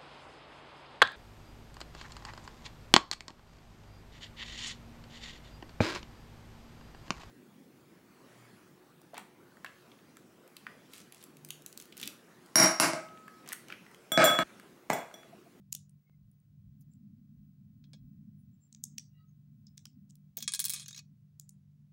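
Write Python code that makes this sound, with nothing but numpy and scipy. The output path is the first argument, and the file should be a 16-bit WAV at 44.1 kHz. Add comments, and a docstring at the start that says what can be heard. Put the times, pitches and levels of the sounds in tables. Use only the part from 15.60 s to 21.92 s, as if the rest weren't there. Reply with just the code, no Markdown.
"""Toy bricks on a table

Hands press small plastic bricks together in a quiet room: studs snap as short noise cracks with a choked ring.
Loose pieces then clatter: each contact joins a brief crack to a burst of resonant tabletop noise.
A plate bounces and chatters to rest, a toy wheel rocks in shortening swings to a shudder.
Below lie soft squeaks, rubs and low bumps, a low electric hum, rumble and a thin high whine.
"""
import sys
import numpy as np
from scipy import signal
from scipy.fft import rfft, irfft, next_fast_len
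from scipy.io import wavfile
from scipy.ndimage import uniform_filter1d, map_coordinates

SR = 44100
rng = np.random.default_rng(int(sys.argv[2]) if len(sys.argv) > 2 else 0)


def inscribe(sig):
    """Save sig as 16-bit PCM at rate SR to the path in sys.argv[1].

    A 1-D sig is mono; a 2-D sig holds one channel per row.
    Samples are clipped to [-1, 1] before scaling.
    """
    pcm = np.round(np.clip(np.atleast_2d(sig).T, -1, 1) * 32767)
    wavfile.write(sys.argv[1], SR, pcm.astype(np.int16))


N = 278928  # samples

# Background rumble. Each row: time in seconds, level in dB before RUMBLE_TRIM_DB.
RUMBLE_LEVEL = [(0.0, -70), (0.16, -66.5), (0.48, -72.5), (0.61, -68), (1.09, -62.5), (1.81, -67),
                (2.53, -61), (2.96, -67), (6.25, -70), (6.32, -75.5)]
# Rumble of moving hands. Each row: time in seconds, level in dB before HANDS_TRIM_DB and flutter.
HAND_MOTION_LEVEL = [(0.0, -76.5), (0.98, -82), (1.25, -66), (1.81, -64), (1.94, -71.5), (2.57, -62),
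                     (2.96, -66.5), (3.01, -72), (3.38, -65.5), (3.55, -80), (4.37, -65), (4.7, -81),
                     (4.86, -64.5), (4.96, -91), (5.53, -70.5), (5.58, -90), (6.25, -76), (6.32, -91)]
# High whine. Each row: time in seconds, level in dB before its waver.
WHINE_LEVEL = [(0, -89.5), (.6, -85), (2.6, -84.5), (4.2, -83.5), (4.7, -88), (6.32, -93.5)]
# Brief dips of hum and rumble. Each row: start in seconds, length in seconds, depth in dB.
BACKGROUND_DIPS = [(0.361, .17, -12), (.67, 0.25, -7), (2.94, 0.28, -8), (4.703, 0.085, -8.5),
                   (4.866, 0.18, -8)]
# Electric hum. Each row: frequency in Hz, level in dB relative to HUM_DB, waver in dB.
HUM_PARTIALS = [(147.1, 0, 0.24), (194, -6, 2.5)]
# Spectrum of the room's rumble. Each row: frequency in Hz, relative density in dB per Hz.
RUMBLE_SPECTRUM = [(20, -37.5), (45, -18), (70, -13), (100, 0), (130, 2), (175, -5), (240, -21),
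                   (330, -33.5), (600, -64)]
# Spectrum of the hands' rumble. Each row: frequency in Hz, relative density in dB per Hz.
HANDS_SPECTRUM = [(90, -31.5), (160, -5), (210, 6.5), (250, -2), (290, -13), (345, -31), (600, -68)]
# Spectrum of the hiss. Each row: frequency in Hz, relative density in dB per Hz.
HISS_SPECTRUM = [(100, 3), (400, -0.5), (800, -8), (2000, -10.5), (6000, -13), (8000, -17), (15000, -17.5)]
# Decay of the room's tail. Each row: frequency in Hz, T60 in seconds.
TAIL_T60 = [(500, 0.6), (2800, 0.18), (5000, 0.27), (9000, 0.2), (12000, 0.2), (15000, 0.14)]
# Colour of the room's echo and tail. Each row: frequency in Hz, gain in dB.
ROOM_COLOUR = [(500, -5), (3000, 0), (6000, -2), (9500, 0), (12500, -10), (16000, -14)]
# Faint squeaks. Each row: start in seconds, length in seconds, centre in Hz, level in dB.
FAINT_SQUEAKS = [(.44, 0.085, 2170, -83.5), (.515, 0.048, 2106, -84.5), (1.28, 0.11, 7340, -82.5),
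                 (2.76, 0.087, 10400, -85), (2.9, 0.081, 7450, -87), (2.99, 0.11, 7400, -74.5),
                 (3.49, 0.19, 2816, -83.5), (3.49, 0.2, 3900, -89.5), (3.52, 0.14, 1934, -84),
                 (3.55, 0.13, 4600, -91), (3.54, 0.18, 1280, -80.5), (3.66, 0.077, 6490, -84)]
# Short noise swells: fingers rubbing over bricks, and the hollow knock of one snap.
# Each row: start in seconds, length in seconds, centre in Hz, level in dB.
SHORT_SWELLS = [(.135, 0.072, 4200, -76), (1.18, 0.068, 14500, -74.5), (1.2, 0.039, 5950, -80),
                (3.379, 0.00766, 2986, -47.5), (4.06, 0.037, 5080, -75), (4.167, 0.028, 4630, -69),
                (4.49, 0.021, 6700, -69)]
# Soft low bumps: hands, and the low body of a snap and a tap.
# Each row: start in seconds, length in seconds, centre in Hz, level in dB.
LOW_BUMPS = [(.57, 0.12, 60, -63.5), (1.02, 0.155, 62, -62), (1.7, .2, 58, -69), (2.328, 0.031, 640, -70.5),
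             (2.37, .14, 51.5, -63.5), (4.252, 0.013, 1290, -63.5), (4.768, 0.036, 540, -59)]
# Tabletop resonances. Each row: frequency in Hz, nominal width in Hz before WIDTH_SCALE, relative level in dB.
TABLE_MODES = [(1060, 60, -20), (1190, 120, -17), (1640, 110, -15), (2260, 30, -11), (2520, 30, -6),
               (2830, 24, -15), (3300, 50, 0), (3461, 30, -3), (3752, 50, -1), (4120, 100, -1),
               (4470, 80, -5), (5120, 32, 1), (5415, 55, -1), (5830, 45, -3), (6250, 61, -6),
               (6610, 150, -3), (7195, 34, -2), (7440, 60, -1), (7811, 40, -1), (7940, 82, -5),
               (8830, 410, -1), (9581, 40, -1), (9820, 430, -2), (10500, 220, -5), (11300, 39, -10),
               (11700, 41, -12)]
# Radiation of a contact. Each row: frequency in Hz, gain in dB.
CONTACT_RADIATION = [(150, -27), (400, -36.5), (900, -22.5), (1200, -14.5), (2000, -7.5), (2900, -9),
                     (3400, 1.5), (9000, 11.5), (16000, 2.5)]
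# Duller, longer part of the tabletop's ring. Each row: frequency in Hz, gain in dB.
DULL_RING_COLOUR = [(1000, -16), (2500, -0.5), (4000, -9), (7000, -4), (9500, -18), (13000, -26)]
# Single hard contacts on the table: loose pieces, the chattering plate and the rocking wheel.
# Each row: start in seconds, level in dB before a common trim, board gain in dB, sharp edge gain in dB.
TABLE_CONTACTS = [(2.241, -64, 17.5, -10), (2.3335, -53.5, 9, -22), (4.7705, -27, -6.5, 15.5),
                  (4.7747, -33, 4.5, 10), (4.7874, -43, -4.5, -5.5), (4.805, -43, 6, 3.5),
                  (4.8247, -37.5, 4, -1), (4.8268, -34.5, 0, -0.5), (5.197, -43.5, -3, -16),
                  (5.2817, -42.5, -5, -10), (5.3778, -49.5, 8.5, -2)]
# The wheel's last shudder. Each row: start in seconds, length in seconds, centre in Hz, level in dB.
WHEEL_SHUDDER = [(5.365, 0.027, 4730, -50.5)]
# Plate landings. Each row: flat blow in seconds, level in dB before a common trim, lead of the corner
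# in seconds, corner level in dB relative to the blow, delay of the first rebound in seconds,
# rebound level in dB relative to the blow, brightness in dB before scaling and offset.
PLATE_LANDINGS = [(4.878, -27, 0.059, -31, .0031, -7, -4.5), (4.9373, -27, 0.017, -10, 0.011, -4, 0.5),
                  (5.0013, -24, 0.008, -4, 0.015, -13, 2.5), (5.0524, -27, .0103, -3.5, 0.0052, -3.5, 2.5),
                  (5.0962, -28.5, .0131, -8.5, .0061, 0.5, 3), (5.136, -30.5, 0.012, -8.5, 0.00592, -6, 2)]
# Studs snapping in the hand. Each row: snap in seconds, level in dB before the room,
# ring in Hz, hollow body in dB, sharp edge in dB; body and edge are offset per band.
STUD_SNAPS = [(0.1244, -48, 6450, -8, -10.5), (0.127, -31, 6400, -14, -3.5), (0.15, -35, 5780, -14, -8),
              (0.2948, -66, 8830, -17.5, -16), (0.715, -70.5, 9260, -31, -8.5),
              (0.802, -77.5, 8300, -15, -9), (1.211, -66.5, 8740, -13, 2.5),
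              (1.3363, -71.5, 7190, -31, -21), (3.127, -55.5, 6530, -20, -25),
              (3.1485, -53, 5800, -12.5, -25), (3.2392, -34, 6490, -32.5, -13),
              (3.3824, -36.5, 5580, -11.5, -18), (4.0683, -57.5, 5080, -21, -42),
              (4.174, -62.5, 6300, -1.5, 0.5), (4.1785, -49, 5630, -5, -12.5),
              (4.2552, -47, 5130, -6.5, -13), (4.5002, -65.5, 6630, -5.5, -9),
              (4.5069, -61, 6600, -19.5, -18), (4.5553, -62, 8600, -17, -4), (5.7979, -45, 6660, -19.5, -3),
              (5.8928, -51, 6840, -29.5, -10)]

HUM_DB, HANDS_TRIM_DB, RUMBLE_TRIM_DB, HANDS_FLUTTER_DB = -62, 5, 4, 2
TOP_HZ, ECHO_RISE_S = 16350, .009
TICK_S, TICK_DB = .497, -56
WIDTH_SCALE = 0.16
BRIGHT_T60_S, DULL_T60_S = .05, .125
ATTACK_SPAN_S, BOARD_DB = .005, -2.5
ROCK_START_S, ROCK_SWING_S, ROCK_SHRINK = 5.2565, .026, .885  # each swing is ROCK_SHRINK of the one before
ROCK_DB, ROCK_TOUCH_S = -50, .008
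SECOND_REBOUND_S, SECOND_REBOUND_DB = .0086, -9  # after and relative to the first rebound
PLATE_BOARD_DB, CORNER_EDGE_DB, EDGE_PER_BRIGHTNESS = 4.5, -8.5, 5.2
SPIKE_T60_S, RING_T60_S, CHOKE_S = .001, .019, .0034
RING_DB, RING_PEAK_DB = -12, 5


def amp(db):
    """Decibels to gain."""
    return 10 ** (np.asarray(db) / 20)


def unit(x):
    """Scale to rms 1."""
    return x / np.sqrt(np.mean(x ** 2) + 1e-30)


def along(points, hz):
    """Read (Hz, value) points on a log axis."""
    f, v = np.transpose(points)
    return np.interp(np.log(hz + 1), np.log(f + 1), v)


def curve(rows):
    """Per-sample curve through (s, value) rows."""
    s, value = np.transpose(rows)
    return np.interp(np.arange(N) / SR, s, value)


def wobble(rate_hz):
    """Smooth random curve with rate_hz knots a second."""
    knots = rng.standard_normal(int(N * rate_hz / SR) + 4)
    return map_coordinates(knots, [np.arange(N) * rate_hz / SR])


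def filtered(x, response):
    """Multiply the spectrum of x by a response of frequency."""
    size = next_fast_len(len(x) + 8192)
    spectrum = rfft(x, size) * response(np.fft.rfftfreq(size, 1 / SR))
    return irfft(spectrum, size)[:len(x)]


def noise(spectrum):
    """Steady noise of rms 1 with the given spectrum."""
    return unit(filtered(rng.standard_normal(N), lambda hz: amp(along(spectrum, hz))))


def coloured(x, points, size=1024):
    """Minimum-phase colouring: causal, so an attack stays sharp."""
    gain = amp(along(points, np.fft.rfftfreq(size, 1 / SR)))
    cepstrum = irfft(np.log(gain))
    cepstrum[1:size // 2] *= 2
    cepstrum[size // 2 + 1:] = 0
    impulse = irfft(np.exp(rfft(cepstrum)))
    return signal.fftconvolve(x, impulse)[:len(x)]


def fade(t, t60):
    """Free decay by 60 dB in t60."""
    return np.exp(-np.log(1000) * t / t60)


def levelled(x, span_s):
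    """Scale a hit so that its first span_s seconds have rms 1."""
    return x / np.sqrt(np.mean(x[:int(span_s * SR)] ** 2))


def add(track, s, x):
    """Mix x into the track at time s."""
    part = track[round(s * SR):][:len(x)]
    part += x[:len(part)]


def swells(rows, relative_width):
    """Short swells of narrow noise; the bandwidth is proportional to the centre frequency."""
    out = np.zeros(N)
    for s, length_s, centre_hz, db in rows:
        shape = np.hanning(int(length_s * SR))
        width_hz = relative_width * centre_hz
        band = filtered(rng.standard_normal(len(shape)),
                        lambda hz: 1 / (1 + ((hz - centre_hz) / width_hz) ** 4))
        add(out, s, amp(db) * shape * unit(band))
    return out


def hum():
    """Electric hum: sine lines wavering in level and phase."""
    t, out = np.arange(N) / SR, np.zeros(N)
    for hz, db, waver_db in HUM_PARTIALS:
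        gain = amp(HUM_DB + db + waver_db * wobble(6.9))
        out += gain * np.sin(2 * np.pi * hz * t + 0.17 * wobble(2.8))
    return np.sqrt(2) * out


def rumble():
    """Low noise of the room and of moving hands, each with its own spectrum and level curve."""
    room_db = curve(RUMBLE_LEVEL) + RUMBLE_TRIM_DB
    hands_db = curve(HAND_MOTION_LEVEL) + HANDS_TRIM_DB + HANDS_FLUTTER_DB * wobble(7)
    return amp(room_db) * noise(RUMBLE_SPECTRUM) + amp(hands_db) * noise(HANDS_SPECTRUM)


def whine():
    """Thin high sine, wavering in level."""
    db = curve(WHINE_LEVEL) + 1.5 * wobble(8)
    return np.sqrt(2) * amp(db) * np.sin(2 * np.pi * 15625 * np.arange(N) / SR)


def background():
    """Hum and rumble dip briefly together; the whine does not."""
    dip_db = np.zeros(N)
    for s, length_s, depth_db in BACKGROUND_DIPS:
        add(dip_db, s, depth_db * np.hanning(int(length_s * SR)))
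    return amp(dip_db) * (hum() + rumble()) + whine()


def room(x, echo_db, tail_db):
    """Nearby walls answer with a dull, scattered echo and a short diffuse tail, both delayed 12 ms."""
    hz, t, z = signal.stft(rng.standard_normal(SR // 2), SR, nperseg=256)
    decay = fade(t, along(TAIL_T60, hz)[:, None])
    tail = signal.istft(z * decay * amp(along(ROOM_COLOUR, hz))[:, None], SR, nperseg=256)[1]
    age = np.arange(len(tail)) / SR
    echo = coloured(rng.standard_normal(len(tail)) * age * fade(age, ECHO_RISE_S), ROOM_COLOUR)
    answer = amp(tail_db) * tail / np.linalg.norm(tail) + amp(echo_db) * echo / np.linalg.norm(echo)
    delayed = np.pad(x, (int(.012 * SR), 0))
    return x + signal.fftconvolve(delayed, answer)[:N]


def tick():
    """One faint, dull tick: a bare decaying pulse."""
    out, t = np.zeros(N), np.arange(SR // 100) / SR
    add(out, TICK_S, amp(TICK_DB) * fade(t, 0.004))
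    return out


def soft_swells():
    """Narrow squeaks, wider short rubs with one hollow knock, and soft low bumps, all as noise swells."""
    squeaks = swells(FAINT_SQUEAKS, relative_width=0.017)
    rubs_and_knock = swells(SHORT_SWELLS, relative_width=.3)
    bumps = swells(LOW_BUMPS, relative_width=.35)
    return squeaks + rubs_and_knock + bumps


def table_ring():
    """Steady noise with the tabletop's resonances and the dark valleys between them."""
    hz = np.fft.rfftfreq(8192, 1 / SR)
    centre, width, db = np.transpose(TABLE_MODES)[:, :, None]
    peaks = amp(db) ** 2 / (1 + ((hz - centre) / (WIDTH_SCALE * width)) ** 2) ** 2
    floor = amp(-24.0 + along(CONTACT_RADIATION, hz))
    shape = np.sqrt(np.sum(peaks, axis=0)) + floor
    return unit(filtered(rng.standard_normal(N), lambda f: np.interp(f, hz, shape)))


def blow(ring, board_db, piece_db, edge_db):
    """One contact: the piece cracks briefly and the tabletop rings on, its dull part longest."""
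    t = np.arange(SR // 4) / SR
    start = rng.integers(N - len(t))  # random slice of the ring noise
    modes = ring[start:start + len(t)]
    board = modes * fade(t, BRIGHT_T60_S) + coloured(modes, DULL_RING_COLOUR) * fade(t, DULL_T60_S)
    burst = rng.standard_normal(len(t)) * (fade(t, .0025) + amp(-12) * fade(t, .02))
    crack = coloured(burst, CONTACT_RADIATION)
    hit = levelled(crack, ATTACK_SPAN_S) + amp(BOARD_DB) * levelled(board, ATTACK_SPAN_S)
    # (Hz, gain dB)
    balance = [(3800, board_db - 0.5), (6300, 0.0023), (9200, piece_db),
               (12000, (piece_db + edge_db) / 2 - 3.5), (15000, edge_db + 4)]
    return coloured(hit, balance)


def hard_contacts(ring):
    """Single hard contacts on the table: loose pieces, the chattering plate and the rocking wheel."""
    out = np.zeros(N)
    for s, db, board_db, edge_db in TABLE_CONTACTS:
        hit = blow(ring, board_db, piece_db=-10, edge_db=edge_db)
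        add(out, s, amp(db - 1.36) * levelled(hit, span_s=0.0046))
    return out


def wheel(ring, count=8):
    """Each swing of the rubber-rimmed wheel is a damped swell of tiny contacts; swings shorten to a shudder."""
    out, swell = np.zeros(N), np.hanning(int(ROCK_TOUCH_S * SR))
    swings = (1 - ROCK_SHRINK ** np.arange(count)) / (1 - ROCK_SHRINK)
    for s in ROCK_START_S + ROCK_SWING_S * swings:
        contacts = swell * rng.standard_normal(len(swell)) ** 3  # cubed: a few contacts stand out
        touch = blow(ring, board_db=5.5, piece_db=-19.5, edge_db=-18)
        damped = touch * fade(np.arange(len(touch)) / SR, 0.22)
        roll = signal.fftconvolve(damped, contacts)
        hub = coloured(roll, [(5600, 1.0), (6800, 8.0), (8000, 5.5), (11000, 9.5), (14000, 5.5)])
        add(out, s, amp(ROCK_DB) * levelled(hub, span_s=0.0058))
    return out + swells(WHEEL_SHUDDER, relative_width=.3)


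def chatter(ring, start_s, end_s, first_db, last_db, count=22):
    """The plate chatters to rest in quick, irregular bounces that weaken on average."""
    out = np.zeros(N)
    times = np.linspace(start_s, end_s, count) + 0.0011 * rng.standard_normal(count)
    levels_db = np.linspace(first_db, last_db, count) + 3 * rng.standard_normal(count)
    for s, db in zip(times, levels_db):
        hit = blow(ring, board_db=7, piece_db=1.5, edge_db=-18.5)
        add(out, s, amp(db) * levelled(hit, span_s=0.013))
    return out


def plate(ring):
    """A small plate bounces; each landing is a glancing corner, the flat blow and two quick rebounds."""
    out = np.zeros(N)
    for s, db, ahead_s, corner_db, after_s, rebound_db, bright_db in PLATE_LANDINGS:
        # (delay s, relative level dB, edge dB before brightness)
        contacts = [(-ahead_s, corner_db, CORNER_EDGE_DB), (0, 0, 0), (after_s, rebound_db, -2),
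                    (after_s + SECOND_REBOUND_S, rebound_db + SECOND_REBOUND_DB, 1)]
        for delay_s, contact_db, edge_db in contacts:
            bright_edge_db = edge_db + EDGE_PER_BRIGHTNESS * bright_db - 7.5
            hit = blow(ring, PLATE_BOARD_DB, piece_db=bright_db + 2.0, edge_db=bright_edge_db)
            add(out, s + delay_s, amp(db + contact_db - 1.0) * levelled(hit, span_s=0.0045))
    return out


def snaps():
    """A stud snaps with a sharp spike after a very faint noise rise; the ring is choked within milliseconds."""
    out, t = np.zeros(N), np.arange(SR // 20) / SR
    lead = t[:SR // 100]
    choke = 1 / (1 + (t / CHOKE_S) ** 6)
    ring = amp(RING_DB) * fade(t, RING_T60_S) * choke
    envelope = fade(t, SPIKE_T60_S) + ring + amp(-24.5) * fade(t, 0.027)
    for s, db, ring_hz, body_db, edge_db in STUD_SNAPS:
        crack = rng.standard_normal(len(t)) * envelope
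        rise = amp(-29.5) * rng.standard_normal(len(lead)) * fade(lead, .016)[::-1]
        # (Hz, gain dB): hollow body, ring, sharp edge
        shell = [(700, body_db - 28), (1250, body_db - 17), (2100, body_db - 7.0), (3000, body_db + 3),
                 (0.99 * ring_hz, -3), (ring_hz, RING_PEAK_DB), (1.35 * ring_hz, -5),
                 (11500, edge_db - 2), (14000, edge_db), (16500, edge_db + 1.5)]
        click = coloured(np.concatenate([rise, crack]), shell)
        attack = click[len(lead):][:SR // 200]
        add(out, s - len(lead) / SR, amp(db) * click / np.std(attack))
    return out


def scene():
    """Bricks in the hand and on the table, in the room."""
    ring = table_ring()
    held = room(snaps(), echo_db=-18, tail_db=-18.5)
    settling = chatter(ring, start_s=5.145, end_s=5.244, first_db=-52.0, last_db=-60.5)
    pieces = hard_contacts(ring) + plate(ring) + wheel(ring) + settling
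    loose = room(pieces, echo_db=-21, tail_db=-26)
    return (background() + tick() + soft_swells() + loose + held)[None]


def suppressor(x, threshold_db, size=512):
    """Noise suppression: bands near or below the threshold are turned down, which cuts faint tails short."""
    z = signal.stft(x, nperseg=size)[2]
    power = np.abs(uniform_filter1d(np.abs(z) ** 2, 3, axis=0) * size)
    gain = power / (power + amp(threshold_db) ** 2)
    return signal.istft(z * gain, nperseg=size)[1][:N]


def record(dry):
    """Suppress faint sound, add steady hiss, cut steeply above TOP_HZ."""
    heard = suppressor(dry[0], threshold_db=-80.0) + amp(-86.5) * noise(HISS_SPECTRUM)
    return filtered(heard, lambda hz: 1 / (1 + (hz / TOP_HZ) ** 120))[None]


dry = scene()
out = record(dry)
inscribe(out)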